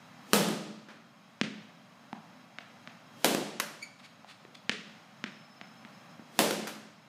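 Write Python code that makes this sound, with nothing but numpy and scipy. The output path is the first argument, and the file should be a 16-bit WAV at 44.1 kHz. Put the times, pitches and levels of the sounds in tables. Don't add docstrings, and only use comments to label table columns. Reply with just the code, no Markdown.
import sys
import numpy as np
from scipy import signal
from scipy.fft import rfft, irfft, next_fast_len
from scipy.io import wavfile
from scipy.ndimage import map_coordinates

SR = 44100
rng = np.random.default_rng(int(sys.argv[2]) if len(sys.argv) > 2 else 0)


def master(y):
    cut = np.clip(np.atleast_2d(y).T, -1, 1)
    pcm = np.round(cut * 32767)
    wavfile.write(sys.argv[1], SR, pcm.astype(np.int16))


N = 312210
TIME = np.arange(N) / SR
RING = np.arange(SR * 3 // 2) / SR
HZ = np.fft.rfftfreq(len(RING), 1 / SR)


def amp(db):
    return 10 ** (np.asarray(db) / 20)


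def unit(x):
    return x / np.sqrt(np.mean(x ** 2) + 1e-20)


def along(points, hz):
    point_hz, values = np.transpose(points)
    return np.interp(np.log(hz + 1e-6), np.log(point_hz), values)


def wobble(rate):
    knots = rng.standard_normal(int(N * rate / SR) + 4)
    return map_coordinates(knots, [TIME * rate])


def noise(spectrum):
    m = next_fast_len(N)
    white = rfft(rng.standard_normal(m))
    gain = amp(along(spectrum, np.fft.rfftfreq(m, 1 / SR)))
    return unit(irfft(white * gain, m)[:N])


def pulse(db):
    cepstrum = irfft(np.log(amp(db)))
    half = len(cepstrum) // 2
    folded = np.r_[cepstrum[0], 2 * cepstrum[1:half]]
    return irfft(np.exp(rfft(folded, len(RING))))


def mode(hz, t60):
    ratio = 1j * HZ / hz
    width = np.log(1000) / (np.pi * t60 * hz)
    soft_contact = 1 / (1 + ratio / 4 + (ratio / 5) ** 2)
    resonance = width * ratio / (1 + width * ratio + ratio ** 2)
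    return irfft(soft_contact * resonance, len(RING))


def decay(t60):
    return np.exp(-np.log(1000) * RING / t60)


def envelope(s, attack, hold, release):
    before = np.minimum(TIME - s, 0)
    after = np.maximum(TIME - s - hold, 0)
    return np.exp(before / attack - after / release)


def delayed(x, s):
    return np.pad(x, (max(round(s * SR), 0), 0))[:len(x)]


def through(x, response):
    return signal.fftconvolve(x, response)[:len(x)]


def add(track, s, x):
    part = track[round(s * SR):][:len(x)]
    part += x[:len(part)]


# (time [s], level of the whole hit [dB], floor echo delay [s], tock pitch [Hz],
# tock level [dB], thump level [dB], hall level [dB]); the last three are within the hit
HITS = [(.3334, 2, 0.00071, 1233, 18, 25, 13.5), (3.2454, 1.5, 0.00129, 686, -6, 10, 11.5),
        (6.391, 1.5, .0011, 1030, 5.5, 16.5, 12)]
# (frequency [Hz], level [dB])
CRACK_SPECTRUM = [(60, -4.5), (140, -5), (260, 14), (480, 14.5), (750, 12), (1100, 7), (2000, 5.5),
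                  (3300, 5.5), (6000, 0.5), (10000, -2), (13500, -4.5), (16000, -10.5)]
# (longest delay [s], echo level [dB]); each echo arrives 2 to 6 % sooner
WALL_ECHOES = [(.0043, -10), (.0056, -8), (.0119, -7), (.0148, -12), (.018, -10)]


def bat():
    track = np.zeros(N)
    spike = pulse(along(CRACK_SPECTRUM, HZ))
    for s, db, floor_delay, tock_hz, tock_db, thump_db, hall_db in HITS:
        tock = amp(tock_db) * mode(tock_hz, t60=0.03)
        thump = amp(thump_db) * mode(hz=216.4, t60=0.041)
        ring = tock + thump
        near = spike + ring + amp(1.5) * delayed(spike, floor_delay)
        for delay, wall_db in WALL_ECHOES:
            near += amp(wall_db) * delayed(spike, delay * rng.uniform(.94, 0.98))
        far = hall(spike + amp(-10) * ring, gap=0.0045, early_db=-15)
        add(track, s, -amp(db) * (near + amp(hall_db) * far))
    return track


# (time [s], click level [dB], knock level [dB], knock pitch [Hz], thump level [dB])
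BOUNCES = [(1.4135, 13, -17, 350, 28.5), (2.1298, -15, 9, 810, 14.5), (2.586, -1, -2.5, 714, 1),
           (2.8747, -4.5, -6, 680, 1.5), (4.246, -36, -2, 790, -14), (4.451, -15, -2.5, 370, -17),
           (4.695, 14, 9, 430, 19.5), (5.2407, 5, -8, 920, 16.5), (5.6134, -5, -6, 765, 4),
           (5.85, -10, -14, 750, 2.5), (6.195, -28, -14, 576, 6.5)]
# (multiple of the click pitch [ratio], level [dB])
CLICK_SPECTRUM = [(.1, -36), (.3, -12.5), (.48, -7.5), (.72, -0.5), (1.15, -2), (1.8, -9.5), (2.6, -17),
                  (4, -31), (6, -65.5)]
CLICK_HZ, CLICK_DB_PER_OCTAVE = 1950, 40
FAR_WALL_S = .019


def bounces():
    track = np.zeros(N)
    for s, click_db, knock_db, knock_hz, thump_db in BOUNCES:
        click_hz = CLICK_HZ * 2 ** (click_db / CLICK_DB_PER_OCTAVE)
        click = amp(click_db) * pulse(along(CLICK_SPECTRUM, HZ / click_hz))
        knock = amp(knock_db) * mode(knock_hz, t60=.012)
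        thump = amp(thump_db) * mode(hz=225.0, t60=0.041)
        scatter = rng.standard_normal(len(RING)) * np.exp(-RING / 0.0058)
        smear = amp(-8) * through(click, scatter / np.linalg.norm(scatter))
        far_thump = amp(thump_db - 15.5) * mode(hz=229, t60=0.013)
        sent = amp(-4.5) * click + amp(-6) * knock + far_thump
        far = hall(sent, gap=FAR_WALL_S, early_db=7)
        add(track, s, click + knock + thump + smear + far)
    return track


# (time [s], slap level [dB], thump level [dB], crackle t60 [s], hall level [dB])
SLAPS = [(.486, -2, 17.5, 0.019, 2.5), (.886, -10.5, -5, .2, 4), (3.348, 4, 24, 0.019, -3.5),
         (3.5994, 10.5, 2, .042, -4.5), (6.5086, 3.5, 17.5, 0.023, 1), (6.672, 0.5, -7, 0.079, -0.5)]
# (frequency [Hz], level [dB])
SLAP_SPECTRUM = [(80, -21), (250, -5), (500, 2), (900, 0.5), (1450, 6), (2300, 0.5), (3600, -3.5),
                 (6000, -4), (8500, -10), (12000, -7), (16000, -17)]
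SLAP_EDGE_HZ, SOFT_STOP_S = 15000, .15


def slaps():
    track = np.zeros(N)
    for s, db, thump_db, t60, hall_db in SLAPS:
        edge_hz = SLAP_EDGE_HZ / (1 + (t60 / SOFT_STOP_S) ** 4)
        treble_loss_db = 10 * np.log10(1 + (HZ / edge_hz) ** 4)
        snap = amp(db) * pulse(along(SLAP_SPECTRUM, HZ) - treble_loss_db)
        thump = amp(thump_db) * mode(hz=306, t60=0.015)
        crackle = rng.standard_normal(len(RING)) * decay(t60)
        crackle /= np.linalg.norm(crackle)
        crackle[0] += np.exp(-t60 / 0.019)
        far = hall(snap + thump, gap=0.016, early_db=0.5)
        add(track, s, through(crackle, snap) + thump + amp(hall_db) * far)
    return track


# (time of the hardest push [s], centre pitch at full push [Hz], level [dB])
SQUEAKS = [(3.829, 2290, -33), (4.052, 2240, -50.5)]
SQUEAK_HARMONICS = [1, -5, -9.5, -15.5, -23]
# (time [s], level [dB], half length [s])
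SCUFFS = [(4, -52, 0.009), (4.051, -50.5, 0.019), (4.303, -48, 0.023), (4.553, -45.5, 0.0053)]
# (frequency [Hz], level [dB])
SCUFF_SPECTRUM = [(300, -24), (1200, 8.5), (2400, 9), (4000, 9.5), (6000, -2), (9000, -7), (15000, -25.5)]
SQUEAK_ATTACK_S, SQUEAK_RELEASE_S = 0.0056, 0.0122
SQUEAK_SAG = .055


def shoes():
    squeak = np.zeros(N)
    jitter = 1 + .028 * wobble(900)
    chatter = 1 + .3 * wobble(500)
    for s, pitch_hz, db in SQUEAKS:
        push = envelope(s, SQUEAK_ATTACK_S, 0, SQUEAK_RELEASE_S)
        sag = 1 - SQUEAK_SAG * (1 - push) ** 4
        phase = 2 * np.pi * np.cumsum(pitch_hz * jitter * sag) / SR
        tone = sum(amp(level) * np.sin(k * phase) for k, level in enumerate(SQUEAK_HARMONICS, 1))
        squeak += amp(db) * push * chatter * tone
    grit = noise(SCUFF_SPECTRUM)
    scuffs = grit * sum(amp(level) * np.exp(-((TIME - s) / half) ** 2) for s, level, half in SCUFFS)
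    far = hall(amp(-8) * squeak + amp(-3) * scuffs, gap=.012, early_db=-3)
    return squeak + scuffs + far


# (frequency [Hz], level [dB])
SWISH_SPECTRUM = [(100, -15), (300, 8), (1000, -10.5), (3000, -5.5), (8000, -12.5), (15000, -19.5)]


def swings():
    swell = sum(np.exp(-np.abs(TIME - s) / 0.04) * amp(db - 50.0) for s, db, *_ in HITS)
    return swell * noise(SWISH_SPECTRUM)


# (frequency [Hz], relative density [dB per Hz])
AIR_SPECTRUM = [(40, -64), (75, -29), (106, -7), (140, -3), (195, 0.5), (240, 0.5), (320, -11),
                (430, -18.5), (570, -8.5), (700, -7), (1500, -13), (4700, -26), (6600, -28.5),
                (7300, -34.5), (15500, -41)]
AIR_DB = -54.5


def ventilation():
    path_spectrum = [(300, -13.0), (1500, -16), (3500, 1), (5800, -2.0), (9000, -7.5)]  # ([Hz], [dB])
    paths = rng.standard_normal(len(RING)) * np.exp(-RING / 0.013)
    paths = through(paths / np.linalg.norm(paths), pulse(along(path_spectrum, HZ)))
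    hiss = noise(AIR_SPECTRUM)
    drone_hz = 204 + 12 * wobble(9.5)
    drone = np.sin(2 * np.pi * np.cumsum(drone_hz) / SR) * amp(-17 + 2.2 * wobble(11))
    return amp(AIR_DB + 0.54 * wobble(11)) * (hiss + through(hiss, paths) + drone)


# (frequency [Hz], level [dB])
WHINE_SPECTRUM = [(4500, -65), (5150, -26.5), (5225, 22), (5290, -5.5), (5370, -22.5), (6000, -50)]
# (start of the hold [s], hold [s], level added to the resting whine [dB])
WHINE_SWELL = (5.26, .58, -70.5)
WHINE_DB = -78.5
WHINE_ATTACK_S, WHINE_RELEASE_S = 0.035, .15


def whine():
    whistle = np.sin(2 * np.pi * np.cumsum(5240 + 9 * wobble(44)) / SR)
    start, hold, swell_db = WHINE_SWELL
    swell = envelope(start, WHINE_ATTACK_S, hold, WHINE_RELEASE_S)
    level = amp(WHINE_DB) + amp(swell_db) * swell
    return level * unit(noise(WHINE_SPECTRUM) + amp(3.5) * whistle)


# (frequency [Hz], t60 [s])
HALL_DECAY = [(100, 1.34), (230, 0.8), (500, 0.74), (1000, 0.81), (2000, 0.84), (4800, 0.85), (8000, 0.67),
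              (12000, 0.42), (16000, 0.34)]
# (frequency [Hz], level before the hall's colour [dB], t60 [s])
HALL_MODES = [(157.9, -59, 1), (214.4, -54.5, 0.97), (427.4, -59.5, 0.58), (582, -59.5, 0.95)]
# (frequency [Hz], level [dB])
HALL_SPECTRUM = [(60, -31.5), (120, -5.5), (170, 5.5), (270, 1), (360, -0.5), (560, -0.5), (1100, -4),
                 (2200, -5), (6000, -4), (15000, -0.5)]


def hall(x, gap, early_db, grain=0.54, grain_life=0.046, early_life=0.031):
    spread = grain * np.exp(-RING / grain_life)
    strengths = rng.standard_normal(len(RING))
    echoes = strengths * np.exp(spread * rng.standard_normal(len(RING)) - spread ** 2)
    hz, t, bands = signal.stft(echoes, SR, nperseg=512)
    fade = np.exp(-np.log(1000) * t / along(HALL_DECAY, hz)[:, None])
    tail = signal.istft(bands * fade, nperseg=512)[1][:len(RING)]
    early = amp(early_db) * np.exp(-RING / early_life)
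    tail *= (1 + early) / np.linalg.norm(tail)
    for mode_hz, db, t60 in HALL_MODES:
        wave = np.sin(2 * np.pi * (mode_hz * RING + rng.random()))
        tail += amp(db) * decay(t60) * wave
    tail *= 1 - np.exp(-(RING / gap) ** 8)
    return through(x, through(tail, pulse(along(HALL_SPECTRUM, HZ))))


DUCK_ABOVE_DB, DUCK_ATTACK_S, RECOVER_DB_PER_S = -5.5, 0.0034, 2.01


def gain_control(x):
    over_db = np.maximum(20 * np.log10(np.abs(x) + 1e-9) - DUCK_ABOVE_DB, 0)
    recovery_db = RECOVER_DB_PER_S * TIME
    duck_db = np.maximum.accumulate(over_db + recovery_db, axis=-1) - recovery_db
    keep = np.exp(-1 / (DUCK_ATTACK_S * SR))
    return x * amp(-signal.lfilter([1 - keep], [1, -keep], duck_db))


def scene():
    struck = swings() + bat() + bounces() + slaps()
    return (struck + shoes() + ventilation() + whine())[None]


TOP_HZ = 15450


def record(dry):
    thin = signal.sosfilt(signal.butter(2, 125, 'high', fs=SR, output='sos'), dry)
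    ducked = gain_control(np.clip(thin, -1, 1))
    m = next_fast_len(N + SR // 2)
    band = 1 / np.sqrt(1 + (np.fft.rfftfreq(m, 1 / SR) / TOP_HZ) ** 260)
    return irfft(rfft(ducked, m) * band, m)[..., :N]


dry = scene()
out = record(dry)
master(out)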